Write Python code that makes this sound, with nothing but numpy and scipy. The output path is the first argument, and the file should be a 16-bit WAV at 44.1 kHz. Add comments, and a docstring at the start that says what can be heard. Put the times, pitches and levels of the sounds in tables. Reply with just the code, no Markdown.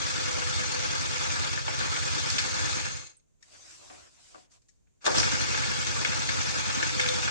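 """A garage, two microphones: a small single-cylinder motorcycle idles, falters and coasts to a stop.
Trousers rustle, a shoe taps the kick lever; one kick, and the engine catches, flares and idles again.
It fires every second turn: a boom of crank orders and a bark from the exhaust, three knocks in the cases.
Filtered noise makes the clatter, cloth, scrapes and room tone; decaying modes make the metal ring.
Each blow adds the garage's tail after the direct sound."""
import sys
import numpy as np
from scipy import signal
from scipy.fft import rfft, irfft, next_fast_len
from scipy.io import wavfile
from scipy.ndimage import uniform_filter1d, map_coordinates

SR = 44100
rng = np.random.default_rng(int(sys.argv[2]) if len(sys.argv) > 2 else 0)


def to_wav(s):
    """Save 16-bit WAV."""
    ch = np.atleast_2d(s).T  # columns
    pcm = np.round(np.clip(ch, -1, 1) * 32767)  # PCM
    wavfile.write(sys.argv[1], SR, pcm.astype(np.int16))


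N = 321930
TIME = np.arange(N) / SR
SIZE = 2 * next_fast_len(N // 2 + SR // 4)   # transform length, with room for ringing
HZ = np.maximum(np.arange(SIZE // 2 + 1) * SR / SIZE, 1)


def from_db(db):
    """Decibels to gain."""
    return 10 ** (np.asarray(db) / 20)


def curve(points):
    """A table by frequency, joined on a log axis."""
    hz, value = np.transpose(points)
    return np.interp(np.log(HZ), np.log(hz), value)


def below(hz):
    """A steep low-pass slope in dB."""
    return np.maximum(-10 * np.log10(1 + (HZ / hz) ** 8), -90)


def above(hz):
    """The matching high-pass slope in dB."""
    return np.maximum(-10 * np.log10(1 + (hz / HZ) ** 8), -90)


def resonance(hz, width_hz):
    """One narrow peak with steep skirts, in dB."""
    return np.maximum(-20 * np.log10(1 + (2 * (HZ - hz) / width_hz) ** 2), -90)


def ramp(start_s, length_s):
    """Rises evenly from 0 to 1."""
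    return np.clip((TIME - start_s) / length_s, 0, 1)


def hump(s, width_s):
    """A bell of height 1."""
    return np.exp(-((TIME - s) / width_s) ** 2)


def flicker(per_s, depth_db):
    """A randomly wandering gain."""
    return from_db(depth_db * np.interp(TIME * per_s, np.arange(N), rng.standard_normal(N)))


def flutter(x, per_s, band_hz, depth_db):
    """Every narrow band swells and sinks on its own, as different parts take turns to sound."""
    hz, s, cells = signal.stft(x, SR, nperseg=512)
    chance = rng.standard_normal(size=(200, 800))
    places = np.meshgrid(hz / band_hz, s * per_s, indexing="ij")
    gain = from_db(depth_db * map_coordinates(chance, places, order=1, mode="wrap"))
    steady = gain / np.sqrt(np.mean(gain ** 2))
    return signal.istft(cells * steady, SR)[1][:, :N]


def causal(x, gain):
    """Minimum-phase filter: resonances ring after their cause."""
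    cepstrum = irfft(np.log(gain + 1e-9))
    cepstrum[1:SIZE // 2] *= 2
    cepstrum[SIZE // 2 + 1:] = 0
    return irfft(rfft(x, SIZE) * np.exp(rfft(cepstrum)))[:N]


# how far the two microphones are opposed: f/Hz, side minus mid level/dB
OPPOSED = [(60, 9), (150, 4), (300, 12.5), (500, 8.5), (900, 2), (1500, 2.5), (2200, 1), (4000, 0.5),
           (8000, 1)]


def radiate(drive, colour_db, lifts=(0, 0), opposed_db=0):
    """Countless tiny contacts of strength `drive`, coloured and scattered to both microphones."""
    mid_gain = from_db(colour_db + lifts[0])
    side_gain = from_db(colour_db + lifts[1] + curve(OPPOSED) + opposed_db)
    scale = np.sqrt(np.mean(mid_gain ** 2 + side_gain ** 2))
    mid = causal(drive * rng.standard_normal(N), mid_gain / scale)
    side = causal(drive * rng.standard_normal(N), side_gain / scale)
    return np.array([mid + side, mid - side])


def blows(times, levels_db, t60, rise, garage_db, garage_t60):
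    """Envelope of blows: a quick rise, a short ring and the garage's longer tail (times in s)."""
    power, age = np.zeros(N), TIME[:SR // 2]
    # -120 dB here because the shape is a power, not an amplitude
    shape = from_db(-120 * age / t60) + from_db(2 * garage_db - 120 * age / garage_t60)
    shape = shape * (1 - np.exp(-age / rise)) ** 2
    for s, gain in zip(times, from_db(levels_db)):
        at = int(np.clip(s * SR, 0, N - 1))
        power[at:at + len(age)] += gain ** 2 * shape[:N - at]
    return np.sqrt(power)


def modes(times, levels_db, table, uneven_db, contact_hz):
    """Blows ring a table of modes, each with a new strength every time; a low-pass softens the contact."""
    at = np.clip(np.asarray(times) * SR, 0, N - 1).astype(int)
    out = np.zeros(N)
    for hz, db, t60 in table:
        sizes_db = levels_db + db + uneven_db * rng.standard_normal(len(at))
        clicks = np.zeros(N)
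        clicks[at] = from_db(sizes_db) * rng.choice([-1, 1], len(at))
        r, w = from_db(-60 / (t60 * SR)), 2 * np.pi * hz / SR
        # the tiny offset keeps the filter's state from fading to denormal numbers
        out += signal.lfilter([0, np.sin(w)], [1, -2 * r * np.cos(w), r * r], clicks + 1e-18)
    return signal.sosfilt(signal.butter(4, contact_hz, fs=SR, output="sos"), out)


def by_hardness(rows, focus_db):
    """Rows of (s, dB, hardness) as rows of (s, thud dB, ring dB, bright dB)."""
    s, db, hardness = np.transpose(rows)
    return np.transpose([s] + [db - focus_db * (hardness - band) ** 2 for band in (0, .5, 1)])


def strikes(rows, colour_db, lifts, t60s, rise, garage_db):
    """Blows that each have their own share of thud, ring and brightness."""
    s, *levels = np.transpose(rows)
    bands = below(1100), above(1600) + below(2900), above(3700)
    parts = []
    for db, t60, band in zip(levels, t60s, bands):
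        envelope = blows(s, db, t60, rise, garage_db, garage_t60=0.46)
        parts.append(radiate(envelope, colour_db + band, lifts))
    return sum(parts)


# resonances of the engine cases: f/Hz, width/Hz, common lift/dB, opposed lift/dB
CASES = [(518, 60, 7.5, 10), (610, 81, 4.5, -0.5), (861, 72, 5, 2.5), (865, 640, 6, 12.5),
         (1050, 37, -9, -10), (1710, 92, 2.5, 8), (1880, 100, -2.5, -8.5), (2184, 60, 6, 2.5),
         (2245, 61, -5, -3.5), (2320, 380, 4, 5), (2670, 70, -3.5, 6), (3376, 92, 4.5, 10.5),
         (3636, 94, 8, -1), (4250, 230, 3, 9), (4560, 68, 7, -1), (5075, 250, 7.5, 8.5),
         (5175, 130, -9.5, -9.5), (5326, 65, 7, 3.5), (5790, 79, 3.5, -1.5), (6180, 122, -8.5, -1.5),
         (6250, 320, 1, 9), (6560, 151, 5, -7.5), (7690, 157, -2, -14), (7630, 430, 9, 4)]


def case_lifts():
    """The case resonances as dB bumps, common to both microphones and opposed."""
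    bumps = np.array([1 / (1 + (2 * (HZ - hz) / max(width, hz / 50)) ** 2) for hz, width, _, _ in CASES])
    return np.array(CASES)[:, 2:].T @ bumps


# crank speed in each run, from the first firing to the last: t/s, speed/turns per s
FIRST_SPEED = [(0, 23.2), (0.25, 18.9), (0.55, 17.97), (1.1, 20.01), (1.5, 18.21), (1.62, 13.47),
               (1.85, 16.97), (2.1, 19.13), (2.45, 20.1), (2.9, 18.2), (3.08, 14)]
SECOND_SPEED = [(5.105, 27.2), (5.4, 23.67), (5.7, 20.2), (6.1, 19.55), (6.4, 20.89), (7.3, 20.7)]


def speed_runs():
    """For each run, turns completed and turns per second over time; no speed outside the run."""
    speeds = [np.interp(TIME, *np.transpose(run), left=0, right=0) for run in (FIRST_SPEED, SECOND_SPEED)]
    return [(np.cumsum(speed) / SR, speed) for speed in speeds]


def crank_times(phases):
    """The moments in every four-stroke cycle when the crank is `phases` turns past firing; a row per cycle."""
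    rows = []
    for turn, speed in speed_runs():
        firings = np.arange(0, turn[-1], 2)
        rows.append(np.interp(firings[:, None] + phases, turn[speed > 0], TIME[speed > 0]))
    return np.vstack(rows)


CATCH_S, CATCH_RISE_S = 5.13, 0.026


def flare(decay_s):
    """Swells as the engine catches, then dies away."""
    return ramp(CATCH_S, CATCH_RISE_S) * np.exp(-np.abs(TIME - CATCH_S) / decay_s)


def restarted(db):
    """A gain that sets in as the engine catches again."""
    return from_db(db * ramp(CATCH_S, CATCH_RISE_S))


# the engine coasts to rest; its noise falls as a power of the motion that is left
COAST_S, REST_S, COAST_POWER = 2.684, 3.264, 4.4


def motion():
    """Share of the motion left in the first run: 1 until it coasts, 0 at rest."""
    return 1 - ramp(COAST_S, REST_S - COAST_S) ** 2


FALTER_S, FALTER_WIDTH_S, FALTER_DB = 1.639, 0.1, -5
# the kick takes up the slack quietly, then spins the crank
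SLACK_S, SLACK_DB, SPIN_S, SPIN_RISE_S = 5.004, -20, 5.038, 0.019
FLARE_DB, FLARE_DECAY_S, SECOND_IDLE_DB = 5.5, 0.14, 0.42


def effort():
    """How hard the engine shakes, 1 at the first idle: falter and coast, then kick, flare and idle."""
    first = from_db(FALTER_DB * hump(FALTER_S, FALTER_WIDTH_S)) * motion() ** COAST_POWER
    slack = from_db(SLACK_DB) * ramp(SLACK_S, SPIN_S - SLACK_S)
    started = np.maximum(slack, ramp(SPIN_S, SPIN_RISE_S) ** 2)
    return first + started * from_db(SECOND_IDLE_DB + FLARE_DB * flare(FLARE_DECAY_S))


# spectrum of the garage at rest, in the opposed part of the pair: f/Hz, level/dB per Hz
ROOM = [(18, -24), (30, 5.5), (92, 0.5), (176, -6.5), (400, -11), (629, -19), (794, -25), (2080, -31.5),
        (5170, -34), (6700, -21.5), (9390, -37.5), (10400, -46), (15000, -51.5)]
ROOM_DB = -68.5


def room_tone():
    """The quiet garage: steady noise, scattered to both microphones."""
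    return radiate(from_db(ROOM_DB), curve(ROOM) - curve(OPPOSED))


# the leg moves in smooth swells: start t/s, length/s, rub level/dB, hiss level/dB
LEG_MOVES = [(3.401, 0.76, -2, -1), (3.502, 0.083, -10, -12), (3.648, 0.14, -25, -7),
             (3.796, 0.31, -3, -15), (4.108, 0.37, -6.5, -4), (4.496, 0.095, -10.5, -9.5)]
SWELL_POWER = 0.75


def leg_motion():
    """Strength of the cloth's dull rub and of its hiss over time."""
    arches = [np.sin(np.pi * ramp(s, length)) for s, length, _, _ in LEG_MOVES]
    swells = np.abs(arches) ** SWELL_POWER
    return from_db(np.array(LEG_MOVES)[:, 2:].T) @ swells


# spectrum of trousers and shoe: f/Hz, level/dB per Hz
CLOTH = [(59, -29), (100, 17), (217, 2), (279, -3), (452, -11), (570, -5.5), (748, -4.5), (849, -9),
         (1000, -5.5), (3180, -10.5), (3920, -8.5), (5300, -6), (6600, -6), (7600, -5.5), (15000, -50)]
RUB_DB, HISS_DB, SWAY_DB = -57.5, -54, -66.5
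# shoe on lever and floor: t/s, level/dB, hardness (0 thud, 1 bright scuff), favoured frame pitch f/Hz
TAPS = [(3.425, -51.5, 0.83, 1400), (3.547, -52, 0.46, 760), (3.834, -54, 0.11, 740),
        (3.899, -45.5, 0.32, 1200), (3.908, -49, .1, 760), (3.94, -54, .05, 760), (4.345, -47, 0.073, 1330),
        (4.354, -49.5, 0.063, 540), (4.378, -51, 0.074, 540), (4.516, -57, 0.95, 1400),
        (4.535, -56, 1.3, 1400), (4.618, -64, 0.95, 1400), (4.684, -60, 1.04, 1400),
        (4.696, -63.5, 0.99, 1400), (4.87, -71, 0.35, 590)]
TAP_FOCUS_DB = 46
# the frame under a thudding tap or the kick: f/Hz, level/dB, t60/s
FRAME = [(483, -7, 0.23), (600, 1, 0.12), (738, 4.5, .15), (1160, 8, 0.096), (1330, 1, 0.069),
         (1450, -2, 0.11), (1590, 0, 0.11), (2094, -9, .1), (2430, 1, .05)]
FRAME_DB, FRAME_FOCUS_DB = -2, 31   # the last: loss one octave from the favoured pitch
# kick lever clicking on its pivot: t/s, level/dB, sharpness of contact f/Hz
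CLICKS = [(3.427, -39.5, 4200), (4.69, -55, 9100)]
# modes of the kick lever: f/Hz, level/dB, t60/s
LEVER = [(1790, -10, 0.058), (1890, -7.5, 0.044), (2100, -19, .025), (3770, -17, .05), (4450, -19, .05),
         (5500, -2.5, .05), (6630, 2, .055), (7100, -2, .045), (7950, -5, .05)]


def rider():
    """Cloth slides as the leg lifts; the shoe taps the lever, which clicks, and the frame rings and rocks."""
    rubbing, hissing = leg_motion()
    rub_drive = from_db(RUB_DB) * rubbing * flicker(40, depth_db=1.0)
    rub = radiate(rub_drive, curve(CLOTH) + above(330) + below(3200))
    hiss_drive = from_db(HISS_DB) * hissing * flicker(530, depth_db=0.5)
    hiss = radiate(hiss_drive, curve(CLOTH) + above(2500))
    cloth = flutter(rub + hiss, per_s=27, band_hz=246, depth_db=3.5)

    touches, pitch = by_hardness(np.array(TAPS)[:, :3], TAP_FOCUS_DB), np.array(TAPS)[:, 3]
    tap_colour = curve(CLOTH) + above(306)
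    taps = strikes(touches, tap_colour, (0, 0), t60s=(.08, .055, .05), rise=0.001, garage_db=-13.0)

    s, thud, _, _ = touches.T
    frame = np.zeros(N)
    for mode in FRAME:
        off_pitch_db = FRAME_FOCUS_DB * np.log2(mode[0] / pitch) ** 2
        frame += modes(s, thud + FRAME_DB - off_pitch_db, [mode], uneven_db=3.0, contact_hz=3000)
    clicks = sum(modes([s], db, LEVER, uneven_db=2.0, contact_hz=hz) for s, db, hz in CLICKS)
    metal = frame * np.array([[1], [-.4]]) + clicks * np.array([[1], [-.2]])
    rocking = radiate(from_db(SWAY_DB) * rubbing, above(66) + below(115) + below(164))
    return cloth + taps + metal + rocking


# the cover rings more in swells: t/s, width/s, lift/dB
COVER_SWELLS = [(.45, 1, 5.8), (5.2, 0.32, 6.5), (7.059, 0.12, 18)]
COVER_DB = -51


def cover(force, hz=499, width_hz=17):
    """Engine vibration keeps a thin loose cover ringing in a narrow band."""
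    swell_db = sum(db * hump(s, width) for s, width, db in COVER_SWELLS)
    return radiate(force * from_db(COVER_DB + swell_db), resonance(hz, width_hz))


# what slack parts chatter with: f/Hz, level/dB, t60/s
LOOSE = [(1233, 3, 0.035), (1444, 4, 0.056), (1741, 6, 0.061), (2216, 3.5, .09), (2510, 2.5, 0.11),
         (2720, 3.5, 0.13), (4670, 5, 0.09), (5070, 4, 0.0896), (5500, 2, 0.21), (6490, 7, 0.047)]
RATTLE_DB, RATTLE_RESTART_DB = -44.5, 0.5   # the second is added after the restart


def loose_parts(force, uneven_db=4.0):
    """Slack parts chatter at random, and each touch rings a few modes more than the rest."""
    def chatter():
        return modes(rng.uniform(0, N / SR, size=420), -9.5, LOOSE, uneven_db, contact_hz=7000)
    common, opposed = chatter(), chatter()
    level = from_db(RATTLE_DB) * restarted(RATTLE_RESTART_DB) * force
    return level * np.array([common + opposed, common - opposed])


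# what a clanking part rings with: f/Hz, t60/s
CLANK_MODES = [(880, 0.042), (1440, 0.077), (1600, 0.076), (1750, 0.08), (2205, 0.068), (2480, 0.028),
               (3150, 0.035), (3590, 0.08), (4150, 0.03), (4600, 0.05), (5355, 0.046)]
CLANK_RING_DB, SOFTEST_HZ, HARDNESS_OCTAVES = -3, 623, 3.25
OFF_PITCH_DB = 56.5   # loss one octave off, growing as the square


def clank_ring(clanks):
    """Each clank rings the few modes near the pitch that its hardness sets."""
    s, db, hardness = np.transpose(clanks)
    pitch = SOFTEST_HZ * 2 ** (HARDNESS_OCTAVES * hardness)
    ring = np.zeros(N)
    for hz, t60 in CLANK_MODES:
        level_db = db + CLANK_RING_DB - OFF_PITCH_DB * np.log2(hz / pitch) ** 2
        ring += modes(s + 0.00201, level_db, [(hz, 0, t60)], uneven_db=0.5, contact_hz=8100)
    return ring


# spectrum of metal on metal, shared by clanks, ratchet and clatter: f/Hz, level/dB per Hz
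METAL = [(60, -13), (180, -10.5), (300, -5.5), (700, -14.5), (1400, 2), (2300, -2), (3100, -1.5),
         (5000, -0.5), (6600, 0.5), (7800, -8.5), (9000, -12), (10200, -24.5), (12000, -38), (15000, -47)]
# loud clanks from the engine and its slack parts: t/s, level/dB, hardness (0 thud, .5 ring, 1 bright crack)
CLANKS = [(1.573, -28, 0.45), (1.678, -21.5, 0.24), (1.70, -33, 0.11), (1.806, -24, 0.27),
          (1.961, -27.5, 0.71), (2.299, -21, 0.99), (2.381, -20, 0.69), (2.386, -22.5, 0.94),
          (2.863, -31.5, 0.48), (5.228, -23, 0.53), (5.321, -26.5, 0.44), (5.544, -23, 0.28),
          (5.407, -31, 0.57), (5.635, -25.5, 0.57), (6.046, -19.5, 0.56), (6.119, -29, 0.51),
          (6.289, -23.5, 0.54), (6.405, -28, 0.036), (6.652, -33, 0.51), (6.697, -30.5, 0.4),
          (6.805, -27.5, 0.28), (6.825, -21.5, 0.46), (6.865, -39, 0.25), (6.995, -17.5, 0.61),
          (7.011, -25, 0.78), (7.033, -28.5, .4), (7.059, -26, 0.53), (7.085, -22, 0.76),
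          (7.226, -28, 0.49), (7.274, -24.5, 0.45)]
CLANK_FOCUS_DB = 35.5


def clacks(lifts, sharpen=1.2, crack_db=1.0, common_db=-4.5):
    """Hard metal blows: a crack, and the parts and cases ring on."""
    clanks = np.array(CLANKS)
    rows = by_hardness(clanks + [0, crack_db, 0], CLANK_FOCUS_DB)
    colour = curve(METAL) + above(280)
    crack = strikes(rows, colour, sharpen * lifts, t60s=(.055, .04, .035), rise=0.0028, garage_db=-14)
    common, opposed = from_db(common_db) * clank_ring(clanks), clank_ring(clanks)
    return crack + np.array([common + opposed, common - opposed])


# spectrum of gears and chain: f/Hz, level/dB per Hz
GEARS = [(1900, -15.5), (2180, -6), (2380, -14.5), (2570, -2.5), (2950, -14), (3900, -9.5), (4250, -0.5),
         (4750, -17), (5150, -4.5), (5800, -25), (6400, 8.5), (6630, -6), (6850, 0), (7500, -12.5),
         (8500, -11), (11000, -50)]
# surges as the slowing crank drags over compression: t/s, level/dB
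SURGES = [(2.848, -36), (2.955, -39), (3.015, -39)]
WHIRR_DB, WHIRR_FROM_S, WHIRR_RISE_S = -41, 1.8, 1.2
WHIRR_POWER = 2.35   # fades more slowly than the rest
SQUEAK_S, SQUEAK_DB, SQUEAK_HZ = 3.165, -50.5, 8480


def whirr(lifts):
    """Gears and chain sing on as the drive goes slack, surge, and squeak once as the crank stops."""
    song = from_db(WHIRR_DB) * ramp(WHIRR_FROM_S, WHIRR_RISE_S) * motion() ** WHIRR_POWER
    surges = blows(*np.transpose(SURGES), t60=0.093, rise=0.015, garage_db=-18.0, garage_t60=0.23)
    gears = radiate(np.hypot(song, surges) * flicker(70, depth_db=5.5), curve(GEARS), 0.26 * lifts)
    squeak = blows([SQUEAK_S], [SQUEAK_DB], t60=0.056, rise=0.0032, garage_db=-23, garage_t60=0.2)
    return gears + radiate(squeak, resonance(SQUEAK_HZ, width_hz=340))


# ratchet bites, lever hits its stop and springs back: t/s, thud, scrape and spring ring level/dB
KICK = [(5.042, -36, -41, -55), (5.053, -34, -26, -42), (5.063, -15.5, -21, -43), (5.075, -18, -38, -50),
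        (5.146, -23, -28, -44), (5.171, -32, -24, -39), (5.179, -25, -22, -16.5), (5.198, -39, -25, -18),
        (5.218, -40, -33, -30)]
KICK_RING_DB = -14.5   # ring of the frame, against the thud
# spectra of the thud and of the return spring: f/Hz, level/dB per Hz
THUD = [(100, -17), (250, -8.5), (340, -0.5), (700, -2), (1000, -3), (1250, 0), (1750, 1), (2100, -17),
        (3500, -13), (8000, -50), (12000, -60)]
SPRING = [(4300, -28.5), (4800, -21), (5080, -3), (5400, -18), (5750, -9), (6000, -16), (6700, -26),
          (9000, -31), (12000, -60)]


def kick(lifts):
    """The lever thuds into the cases and rings the frame; ratchet scrapes, return spring sings."""
    s, thud, scrape, spring = np.transpose(KICK)
    impact = blows(s, thud, t60=0.038, rise=0.00085, garage_db=-9.5, garage_t60=0.44)
    body = radiate(impact, curve(THUD), 0.81 * lifts)
    teeth = blows(s, scrape, t60=0.049, rise=0.0012, garage_db=-11.5, garage_t60=0.13)
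    teeth = teeth * flicker(700, depth_db=3.5)
    ratchet = radiate(teeth, curve(METAL) + above(2500), 0.81 * lifts)
    recoil = blows(s, spring, t60=0.052, rise=0.0014, garage_db=-15.0, garage_t60=0.36)
    song = radiate(recoil, curve(SPRING), opposed_db=-3.5)
    frame = modes(s, thud + KICK_RING_DB, FRAME, uneven_db=1.0, contact_hz=3000)
    return body + ratchet + song + frame * np.array([[1], [-.4]])


LULL_TURNS, LULL_WIDTH_TURNS, LULL_DB = 1.015, 0.28, -3


def cycle_lull():
    """The low clatter sinks once a cycle, about one turn after firing."""
    phase = sum(turn % 2 * (speed > 0) for turn, speed in speed_runs())
    return from_db(LULL_DB * np.exp(-((phase - LULL_TURNS) / LULL_WIDTH_TURNS) ** 2))


RUMBLE_DB, BRIGHT_DB = -34, -33


def clatter(force, knock_times, lifts, tick_db=1.5):
    """Valve gear, chain and gears: a dense rattle with uneven ticks, its treble swelling at each knock."""
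    loose = (np.arange(400) + rng.uniform(-1, 1, size=400)) * TIME[-1] / 400
    ticks_db = tick_db + 2 * rng.standard_normal(len(loose))
    ticks = blows(loose, ticks_db, t60=0.047, rise=0.0032, garage_db=-11.0, garage_t60=0.18)
    swells_db = np.full(len(knock_times), -1.5)
    swell = blows(knock_times, swells_db, t60=0.08, rise=0.0015, garage_db=-16.0, garage_t60=0.24)

    low_grain = np.sqrt(0.82 + ticks ** 2) * flicker(60, depth_db=0.63)
    low_drive = from_db(RUMBLE_DB) * force * cycle_lull() * low_grain
    low = radiate(low_drive, curve(METAL) + below(2710), lifts)
    grain = np.sqrt(0.46 + ticks ** 2 + swell ** 2) * flicker(1500, depth_db=1.0)
    bright = radiate(from_db(BRIGHT_DB) * force * grain, curve(METAL) + above(2350), lifts)
    return low + bright


# spectrum of the knocks: f/Hz, level/dB per Hz
KNOCK = [(200, -22.5), (450, -21), (800, -7), (1300, -4.5), (1750, -18.5), (2400, -8.5), (5000, -34),
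         (8000, -22), (11000, -52.5)]
# piston slap in the barrel: f/Hz, level/dB, t60/s
SLAP = [(894, -21.5, 0.03), (1230, -6.5, 0.013), (1303, -10, 0.026), (1616, -8, 0.058), (1680, -23, 0.033),
        (2440, -11.5, 0.015)]
KNOCK_DB, SLAP_DB = -35, -43


def knocks(force, times, levels_db, lifts, uneven_db=2.0):
    """Piston and valves knock and the cases rattle; the slap comes in three quick contacts."""
    sizes_db = levels_db + uneven_db * rng.standard_normal(len(times))
    drive = blows(times, KNOCK_DB + sizes_db, t60=0.026, rise=0.0061, garage_db=-9, garage_t60=0.3)
    slap = np.zeros(N)
    for _ in range(3):
        contacts = times + rng.uniform(0, 0.006, len(times))
        slap += modes(contacts, sizes_db, SLAP, uneven_db=0.0, contact_hz=2790)
    slap = slap / np.std(slap) * from_db(SLAP_DB) * np.array([[1], [-.8]])
    return force * (radiate(drive, curve(KNOCK), lifts) + slap)


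# modes of the silencer: f/Hz, level/dB, t60/s
BARK = [(198, -2.5, 0.08), (310, -9, 0.05)]
BARK_TURNS, BARK_DB, BARK_RESTART_DB = 1.84, -31.5, 5   # turns after firing; the last: gain after restart


def bark(force):
    """The silencer barks once in every firing cycle, in opposite sign at the two microphones."""
    pops = modes(crank_times(BARK_TURNS).ravel(), BARK_DB, BARK, uneven_db=1.5, contact_hz=700)
    return force * restarted(BARK_RESTART_DB) * pops * np.array([[1], [-1]])


# exhaust pipe response: f/Hz, level/dB
PIPE = [(36, -26.5), (47, -5.5), (57, -9), (76, -3), (95, -3.5), (112, -11.5), (128, -3.5), (150, -12.5),
        (200, -20)]
PUFF_DB, PUFF_FLARE_DB, PUFF_FLARE_DECAY_S = -37, 5.5, .25
EXHAUST_UNEVEN_DB = 3.8   # spread of each order from turn to turn


def exhaust(force, half_order_db=0.5, follows=.8, crest_turns=.2):
    """The muffled puffs boom as crank orders; every other turn differs, which adds half orders."""
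    boom = np.zeros(N)
    for turn, rate in speed_runs():
        live = rate > 0
        for order in np.arange(4, 27) / 2:
            is_half = order % 1 > 0
            db = np.interp(order * rate[live], *np.transpose(PIPE), left=-90) + half_order_db * is_half
            db += EXHAUST_UNEVEN_DB * np.interp(turn[live], np.arange(64), rng.standard_normal(64))
            # the low whole orders crest together; the others have a scattered phase
            scatter = rng.uniform(0, 2 * np.pi) * (order > 6 or is_half)
            wave = np.cos(2 * np.pi * order * (turn[live] - crest_turns) + scatter)
            boom[live] += uniform_filter1d(from_db(db), size=400) * wave
    puff = force ** follows * from_db(PUFF_DB + PUFF_FLARE_DB * flare(PUFF_FLARE_DECAY_S))
    muffler = signal.butter(4, 900, fs=SR, output="sos")
    return signal.sosfilt(muffler, boom * puff) * np.array([[.92], [-1.04]])


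# piston and valve knocks of one cycle: turns after firing, level/dB
CYCLE_KNOCKS = [(0.35, 1.5), (1.42, -2), (1.84, -8)]


def scene():
    """The quiet garage, the rider, the rattles and the engine."""
    phases, knock_db = np.transpose(CYCLE_KNOCKS)
    cycles = crank_times(phases)
    times, levels_db = cycles.ravel(), np.tile(knock_db, len(cycles))
    lifts, force = case_lifts(), effort()
    background = room_tone() + rider()
    rattles = cover(force) + loose_parts(force) + clacks(lifts) + whirr(lifts)
    moving_parts = flutter(clatter(force, times, lifts), per_s=60, band_hz=219.2, depth_db=3.0)
    engine = moving_parts + knocks(force, times, levels_db, lifts) + bark(force) + exhaust(force)
    return background + rattles + kick(lifts) + engine


# treble balance of the microphones: f/Hz, left minus right level/dB
LEAN = [(500, 0), (1300, 0), (2100, 2), (4400, 4), (5100, 2.5), (6400, 5), (6900, -4), (7600, -8),
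        (9000, -3), (14000, -10.5)]
CUTOFF_HZ = 15300


def record(dry):
    """Each microphone has its own treble colour; the top is cut."""
    lean = curve(LEAN) / 2
    pair = np.array([causal(dry[0], from_db(lean)), causal(dry[1], from_db(-lean))])
    return signal.sosfilt(signal.ellip(10, .2, 70, CUTOFF_HZ, fs=SR, output="sos"), pair)


dry = scene()
out = record(dry)
to_wav(out)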